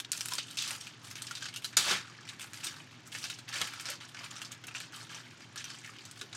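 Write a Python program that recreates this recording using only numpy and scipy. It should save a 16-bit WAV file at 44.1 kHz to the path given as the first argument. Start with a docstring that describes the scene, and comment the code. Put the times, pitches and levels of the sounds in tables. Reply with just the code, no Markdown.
"""A kitchen counter, the microphone on a plastic packet as someone tears it open and works its top.
Creases buckle and snap one by one over a rustle of countless tiny ones; the film pops and rips once,
and tugs draw a hollow rumble from the bag. The person turns away and shields the packet from the
microphone, so the snaps sound farther off, more by way of the cupboards. Behind it an appliance hums."""
import sys
import numpy as np
from scipy import signal
from scipy.fft import rfft, irfft
from scipy.io import wavfile
from scipy.ndimage import uniform_filter1d

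SR = 44100
rng = np.random.default_rng(int(sys.argv[2]) if len(sys.argv) > 2 else 0)


def waveform_to_disk(signal):
    """Save audio, clipped to [-1, 1], as 16-bit WAV at the path in sys.argv[1]."""
    frames = np.transpose(np.atleast_2d(signal))
    scaled = np.clip(frames, -1, 1) * 32767
    samples = np.round(scaled).astype(np.int16)
    wavfile.write(sys.argv[1], SR, samples)


N = 280639

# the film's three registers, middle, body and fizz: low f/Hz, high f/Hz
# (film levels are the middle register's, before gains and colour; body and fizz are relative to it)
REGISTERS = [(2500, 7000), (900, 2500), (7000, 15500)]
# creases that stand out: t/s, level/dB, body/dB, fizz/dB, facet f/Hz
SNAPS = [(0.001, -43.5, -5, -1.5, 3580), (0.0472, -49, -8, -23, 3280), (0.1181, -38.5, -17, 4, 6700),
         (0.1305, -42.5, -4.5, -6, 4380), (0.1512, -59, 6, -3, 2470), (0.1754, -46, -20, -2, 6240),
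         (0.2082, -39.5, -7.5, -3, 5800), (0.2576, -51.5, 4.5, 13, 9800), (0.2847, -46.5, -1, 5.5, 5500),
         (0.3199, -43.5, 0.5, -11, 3250), (0.3358, -40.5, -22, 1.5, 5300), (0.3532, -47.5, -19, 5, 8450),
         (0.3828, -37, -2.5, -10, 4570), (0.511, -54, -14, 3, 8550), (0.5716, -43, -11, -1, 2580),
         (0.5868, -35.5, -26, -20, 3580), (0.6225, -40.5, -23, -1, 6900), (0.6768, -42.5, -11, -1, 3800),
         (0.7073, -47.5, 9, 8, 8600), (0.8109, -45.5, -11, -7, 5620), (0.87, -56.5, 11, -1, 2420),
         (1.112, -47.5, -2, 1, 5200), (1.1552, -42.5, -8, -9, 2600), (1.2211, -42, -25, 2.5, 8200),
         (1.2686, -42.5, -20, -9, 4730), (1.3106, -43, 6.5, -3, 1390), (1.3524, -39.5, -10, -10, 3930),
         (1.3709, -43.5, -8, -18, 3600), (1.4235, -40, 0.5, -22, 1590), (1.4555, -42, 2.5, -13, 1470),
         (1.4858, -42.5, -4.5, -17, 4050), (1.5398, -43, -8, -6, 3230), (1.5612, -37.5, -13, -4, 2900),
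         (1.5714, -42.5, -18, -1, 2690), (1.645, -32.5, -8, -4, 3980), (1.7296, -52.5, 8.5, -18, 2640),
         (1.7695, -23, -1.5, 2.5, 7020), (1.9106, -31, 0, -20, 3780), (2.2894, -41, -5.5, -8, 3760),
         (2.3956, -48, 3, 1, 3470), (2.4162, -51.5, 6, 8, 8300), (2.5334, -48, 4.5, 2, 6900),
         (2.6452, -40.5, -22, 6.5, 8950), (2.6684, -35.5, -13, -6, 3630), (3.1493, -44.5, 9.5, -19, 1660),
         (3.2406, -37, -2, -5, 5770), (3.2531, -43.5, -0.5, -11, 2800), (3.3, -38, -1, -5, 3770),
         (3.388, -47.5, -1, -5, 4000), (3.4893, -42, -17, -7, 4630), (3.5566, -42, 6, -15, 2160),
         (3.6146, -30, 0.5, -6.5, 3510), (3.6725, -49, 7.5, 6, 1630), (3.7363, -49.5, 9, 3, 1370),
         (3.7982, -42, -2, -7, 2520), (3.8094, -53, -8, 10, 4570), (3.8557, -38, -1, -11, 5160),
         (3.8873, -44, 3, -16, 1560), (3.9015, -45.5, -10, 10, 2720), (4.1463, -49.5, 8, -17, 1540),
         (4.3088, -46.5, -14, -8, 6840), (4.3642, -43, -3.5, -20, 5670), (4.4172, -41, 0, -2.5, 2720),
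         (4.4487, -43, -23, -16, 5250), (4.519, -45.5, -12, 1.5, 6650), (4.6392, -53, 8, -2, 3270),
         (4.6694, -50.5, -4, 7, 6700), (4.6803, -55.5, 14.5, -18, 2460), (4.7105, -62.5, 17, -18, 2420),
         (4.7491, -51, 15, -6, 2430), (4.7649, -43, -1, -18, 2660), (4.8025, -44, 1, 0, 4070),
         (4.961, -59, -10, 13, 7900), (5.1461, -44, -11, -13, 5700), (5.5589, -48, 4.5, 1, 1700),
         (5.5763, -40, -20, -18, 5530), (5.6422, -42, -4.5, -6, 5940), (5.7024, -45, -0.5, -18, 5100),
         (6.0526, -49, -18, 0, 7830), (6.112, -50.5, -8, 2, 7840), (6.213, -40, 0.5, -9, 3760),
         (6.3284, -44.5, -2, -24, 3760)]
# squeezes and shifts of the fingers, each setting off a rustle: t/s, length/s, level/dB, body/dB, fizz/dB
SQUEEZES = [(0.127, 0.22, -46, -5, 1), (0.299, 0.059, -45, -1, 0), (0.378, 0.011, -37, -11, -28),
            (0.459, 0.087, -49.5, -6, -4), (0.568, 0.084, -36.5, -9.5, -10), (0.663, 0.081, -42.5, 1, 0),
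            (0.791, 0.08, -49.5, -3, -7), (0.895, 0.044, -57, -3, -12), (1.024, 0.09, -53, 2.5, -0.5),
            (1.152, 0.26, -50, 2, -2.5), (1.405, 0.057, -44.5, -3, -15), (1.521, 0.032, -54, 3.5, -8),
            (1.614, 0.065, -51, -8, -2), (2.04, 0.14, -57.5, 8, -14), (2.2, 0.057, -56, 7.5, -12),
            (2.265, 0.066, -54, 4, -9), (2.4, 0.044, -49, 5, 2.5), (2.535, 0.16, -52.5, 3.5, -0.5),
            (2.626, 0.053, -41.5, -2.5, -7), (2.703, 0.11, -55.5, 6.5, -3.5), (2.90, 0.037, -60, 2, -8),
            (3.051, 0.017, -58.5, 3, 5.5), (3.114, 0.13, -45.5, -2.5, -1.5), (3.218, 0.12, -45, -7, -11),
            (3.473, 0.059, -49.5, 5.5, -8), (3.521, 0.13, -39.5, 2, -6.5), (3.66, 0.19, -49, 4.5, -9),
            (3.857, 0.063, -42, 0.5, -12), (4, 0.026, -49, 3, -11), (4.076, 0.013, -53.5, -9, -3),
            (4.161, 0.091, -51.5, 7.5, -8), (4.226, 0.024, -47.5, 3, -2.5), (4.298, 0.16, -52, 3.5, -9),
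            (4.504, 0.022, -51, 3.5, -19), (4.669, 0.012, -52, 1.5, -15), (4.739, 0.034, -45, -4, -12),
            (4.797, 0.047, -48.5, 0, -14), (4.916, 0.12, -49, 2.5, -5), (5.088, 0.095, -48, 3, -9),
            (5.228, 0.1, -60.5, 7, -6), (5.39, 0.044, -54, 2.5, -10), (5.562, 0.045, -45.5, 1, -10),
            (5.64, 0.15, -49.5, -0.5, -10.5), (5.827, 0.061, -53, 6, -4), (5.926, 0.17, -55.5, 1.5, -11),
            (6.15, 0.085, -53.5, -2, -3), (6.341, 0.04, -45, 2, -15)]
# the one long rip, from the pop to the end of the pull: t/s, level/dB
RIP = [(1.765, -48), (1.771, -28), (1.835, -36), (1.919, -29), (2.012, -50.5), (2.08, -73)]
# tugs and bumps that move the whole bag, and a brief ring near 1 kHz just after the snap at 0.32 s: t/s,
# relative level/dB, f/Hz, width/octaves, half-length/s
TUGS = [(0.327, -45, 1000, 0.12, 0.012), (1.78, -48, 398, 0.45, 0.0077), (1.784, -51, 130, 0.38, 0.012),
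        (1.876, -38.5, 524, 1.9, 0.0088), (1.916, -40.5, 337, 0.58, 0.0069), (1.926, -51, 165, 0.38, 0.015),
        (1.968, -57, 350, 1.6, 0.017), (2.664, -56, 343, 0.2, 0.011), (3.558, -55, 500, 1.3, 0.013),
        (3.617, -40, 420, 1.9, 0.0063), (3.899, -50, 555, 0.17, 0.0079), (6.223, -49, 410, 0.092, 0.0038)]
# direct path of the snaps as the person comes between packet and microphone: t/s, gain/dB
SHIELDING = [(0, 9), (1.7, 0), (2.6, 1), (6.3, 2)]
# colour of the packet among the cupboards: f/Hz, gain/dB
PACKET_COLOUR = [(200, 2.5), (750, -7), (1050, -10.5), (1450, -1), (2000, -5), (2700, 0), (4000, 0),
                 (5500, 0.5), (7000, -0.5), (8500, -0.5), (10500, -7), (12500, -8.5), (15500, -17)]
# reverberation of the kitchen: f/Hz, t60/s
KITCHEN_DECAY = [(200, 0.23), (1500, 0.1), (4000, 0.14), (8000, 0.11), (15000, 0.13)]
# mains and fan tones of the appliance: f/Hz, rms level/dB
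HUM_TONES = [(119.8, -63), (145, -73), (162.2, -70.5), (240, -74), (249, -74)]
# room tone of air and appliance noise: f/Hz, relative level/dB
ROOM_TONE = [(25, -71), (55, -19), (82, -18), (103, 2.5), (132, -2), (160, -5), (195, -8), (300, -5),
             (400, -12), (480, -16.5), (1400, -14), (3000, -16.5), (7000, -23), (16000, -111)]


def snaps(gain_db=23.5, room_db=-1, follow=0.45, follow_s=0.005, spots=7):
    """Large creases buckle at several spots on the packet, each with its own reflections."""
    places = np.zeros((spots, N))
    bands = [signal.butter(2, edges, "band", fs=SR) for edges in REGISTERS]
    for k, (s, db, body_db, fizz_db, hz) in enumerate(SNAPS):
        # a crease drags a neighbour along a few ms later, the harder the duller it is
        shares = unit(np.array([1, min(follow * amp(-fizz_db / 2), 1)]))
        delays = (0, follow_s * rng.uniform(0.25, 1))
        pitches = (hz, hz * rng.uniform(0.792, 1.247))
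        ring_s = 0.0032 * (1500 / hz) ** 0.5
        for delay, share, pitch in zip(delays, shares, pitches):
            for (low, high), band, relative_db in zip(REGISTERS, bands, (0, body_db, fizz_db)):
                sound = crease(band, pitch, ring=0.89 * (low <= hz < high), ring_s=ring_s,
                               crack_s=0.0006, flutter_s=0.0059, rise_s=0.00021)
                add(places[k % spots], s + delay, share * amp(gain_db + db + relative_db) * sound)
    direct = amp(np.interp(np.arange(N) / SR, *np.transpose(SHIELDING)))
    return direct * places.sum(0) + amp(room_db) * sum(kitchen(place) for place in places)


def crease(band, hz, ring, ring_s, crack_s, flutter_s, rise_s, size=1200):
    """One crease buckles: a crack, the flutter of the film, and the ring of the facet that flipped."""
    t = np.arange(size) / SR
    crack = unit(rng.standard_normal(size) * np.exp(-t / crack_s))
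    flutter = unit(rng.standard_normal(size) * np.exp(-t / flutter_s))
    burst = signal.lfilter(*band, crack + flutter)
    facet = np.sin(2 * np.pi * hz * t) * np.exp(-t / ring_s) * (1 - np.exp(-t / rise_s))
    return unit(unit(burst) + ring * unit(facet))


def rustle(base_per_s=130, rip_per_s=5500, jerks_per_s=66, jerk_db=5, spread_db=5.5,
           gain_db=-3, room_db=-1, facets=90, spots=4):
    """Swarms of tiny facets flip, each with its own pitch; in the rip they crowd into a rasp."""
    levels = hand_effort()
    rate = base_per_s + rip_per_s * amp(levels[0] + 30.5)
    # the fingers stick and slip, so gentle handling comes in jerks; a rip runs evenly
    slips = np.interp(np.arange(N) / SR * jerks_per_s, np.arange(N), rng.standard_normal(N))
    jerks = jerk_db * base_per_s / rate * slips
    broadband = rng.random(N) < 0.4  # these creases sound in all registers at once, the rest in one
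    shared_chance, shared_force = rng.random(N), rng.exponential(1, N)
    places = np.zeros((spots, N))
    for (low, high), db in zip(REGISTERS, levels):
        ticks = [tiny_crease(low * (high / low) ** ((k + rng.random()) / facets)) for k in range(facets)]
        fires = np.where(broadband, shared_chance, rng.random(N)) < rate / SR
        force = np.where(broadband, shared_force, rng.exponential(1, N))
        sizes = fires * amp(spread_db * np.minimum(force, 3))
        # neighbouring creases share the work of the fingers; the treble feels the jerks most
        work_db = db + jerks * (low / 2500) ** 0.28
        local_power = abs(uniform_filter1d(sizes ** 2, size=1400))
        sizes *= amp(work_db) / np.sqrt(local_power + 1e-6)
        choice = rng.integers(0, facets, N)
        for i in np.flatnonzero(sizes):
            add(places[i % spots], i / SR, sizes[i] * ticks[choice[i]])
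    return amp(gain_db) * (places.sum(0) + amp(room_db) * sum(kitchen(place) for place in places))


def tiny_crease(hz, band_ratio=1.314):
    """A facet flutters in a band around its pitch; larger ones also ring, the smallest only tick."""
    band = signal.butter(2, (hz / band_ratio, min(hz * band_ratio, SR / 2 - 100)), "band", fs=SR)
    return crease(band, hz, ring=1.4 * 1500 / hz, ring_s=0.0019,
                  crack_s=0.0014, flutter_s=0.0032, rise_s=0.0004)


def hand_effort(attack_s=0.008, ease_db_per_s=18.5, settle_db_per_s=282, dull_db_per_s=41):
    """Level in dB that the hands put into each register of the film: holding, squeezing and ripping."""
    def power(db, body_db, fizz_db):
        """Power in the middle, body and fizz registers."""
        return amp([db, db + body_db, db + fizz_db]) ** 2

    total = power(-67, body_db=6.6, fizz_db=-6)[:, None] * np.ones(N)  # held film never lies quite still
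    # a squeeze builds up, eases while it is held, and dies away as the film settles
    age = np.arange(SR) / SR
    for s, length, db, body_db, fizz_db in SQUEEZES:
        fade_db = ease_db_per_s * age + settle_db_per_s * np.maximum(age - length, 0)
        envelope = np.minimum(age / attack_s, 1) * amp(-fade_db)
        for register, strength in zip(total, power(db, body_db, fizz_db)):
            add(register, s, strength * envelope ** 2)
    # the rip grows duller as the hole opens
    start, end = RIP[0][0], RIP[-1][0]
    age = np.arange(0, end - start, 1 / SR)
    dull_db = dull_db_per_s * age
    rip_db = np.interp(start + age, *np.transpose(RIP))
    for register, strength in zip(total, power(rip_db, body_db=-4 + dull_db, fizz_db=-1.5 - dull_db)):
        add(register, start, strength)
    return 10 * np.log10(total)


def tugs(gain_db=-2, room_db=-4, size=8192):
    """The taut bag and its load give a short, hollow rumble at each pull; one narrow burst rings near 1 kHz
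    after an early snap."""
    out, t = np.zeros(N), np.arange(size) / SR
    f, middle = np.fft.rfftfreq(size, 1 / SR) + 1, size / SR / 2
    for s, db, hz, octaves, half_length in TUGS:
        band = np.exp(-0.5 * (np.log2(f / hz) / octaves) ** 2)
        noise = irfft(rfft(rng.standard_normal(size)) * band)
        swell = np.exp(-0.5 * ((t - middle) / half_length) ** 2)
        add(out, s - middle, amp(db + gain_db) * unit(noise * swell) * np.linalg.norm(swell))
    return out + amp(room_db) * kitchen(out)


def kitchen(x, gap_s=0.002, early_s=0.0043, size=20000, frame=256):
    """Counter and cupboards reflect to the microphone; in the short tail the bass lasts longest."""
    t = np.arange(size) / SR
    echoes = rng.standard_normal(size) * (rng.random(size) < 1 / 14)
    echoes *= (t > gap_s) * (1 + np.exp(-t / early_s))
    hz, age, spectrum = signal.stft(echoes, SR, nperseg=frame)
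    decay = amp(-60 * age / at_frequency(KITCHEN_DECAY, hz)[:, None])
    tail = signal.istft(spectrum * decay, SR, nperseg=frame)[1]
    return signal.oaconvolve(x, unit(tail))[:N]


def appliance(air_db=-56.5, waver=0.039, drift_points=30):
    """Mains hum and fan tones, wavering a little in level, over a soft rush of air."""
    t = np.arange(N) / SR
    out = amp(air_db) * np.sqrt(N) * unit(tint(rng.standard_normal(N), ROOM_TONE, size=16384))
    for hz, db in HUM_TONES:
        drift = np.interp(t, np.linspace(0, t[-1], drift_points), rng.standard_normal(drift_points))
        tone = np.sqrt(2) * np.sin(2 * np.pi * (hz * t + rng.random()))
        out += amp(db) * (1 + waver * drift) * tone
    return out


def amp(db):
    """Decibels to gain."""
    return 10 ** (np.asarray(db) / 20)


def unit(x):
    """Scales a sound to energy one."""
    return x / np.sqrt(np.sum(x ** 2) + 1e-20)


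def at_frequency(points, hz):
    """Reads a table on a log-frequency axis."""
    f, value = np.transpose(points)
    return np.interp(np.log(hz + 1), np.log(f + 1), value)


def add(mix, s, sound):
    """Mixes a sound in at s seconds."""
    part = mix[max(round(s * SR), 0):][:len(sound)]
    part += sound[:len(part)]


def tint(x, points, size=4096):
    """Colours a sound through a causal filter drawn from the given spectrum."""
    hz = abs(np.fft.fftfreq(size, 1 / SR))
    log_gain = np.log(amp(at_frequency(points, hz)))
    taps = np.fft.ifft(np.exp(np.conj(signal.hilbert(log_gain)))).real
    return signal.oaconvolve(x, taps[:size // 2])[:N]


def scene():
    """At the microphone, in mono: the packet in front, the room tone of the kitchen behind."""
    film = tint(snaps() + rustle(), PACKET_COLOUR)
    film = signal.lfilter(*signal.butter(2, 220, "high", fs=SR), film)  # thin film radiates no bass
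    return (film + tugs() + appliance())[None]


def record(dry, edge_hz=16000):
    """The band limit of the recorder."""
    lowpass = signal.firwin(301, edge_hz, window=("kaiser", 8), fs=SR)
    return signal.oaconvolve(dry, lowpass[None], "same")


dry = scene()
out = record(dry)
waveform_to_disk(out)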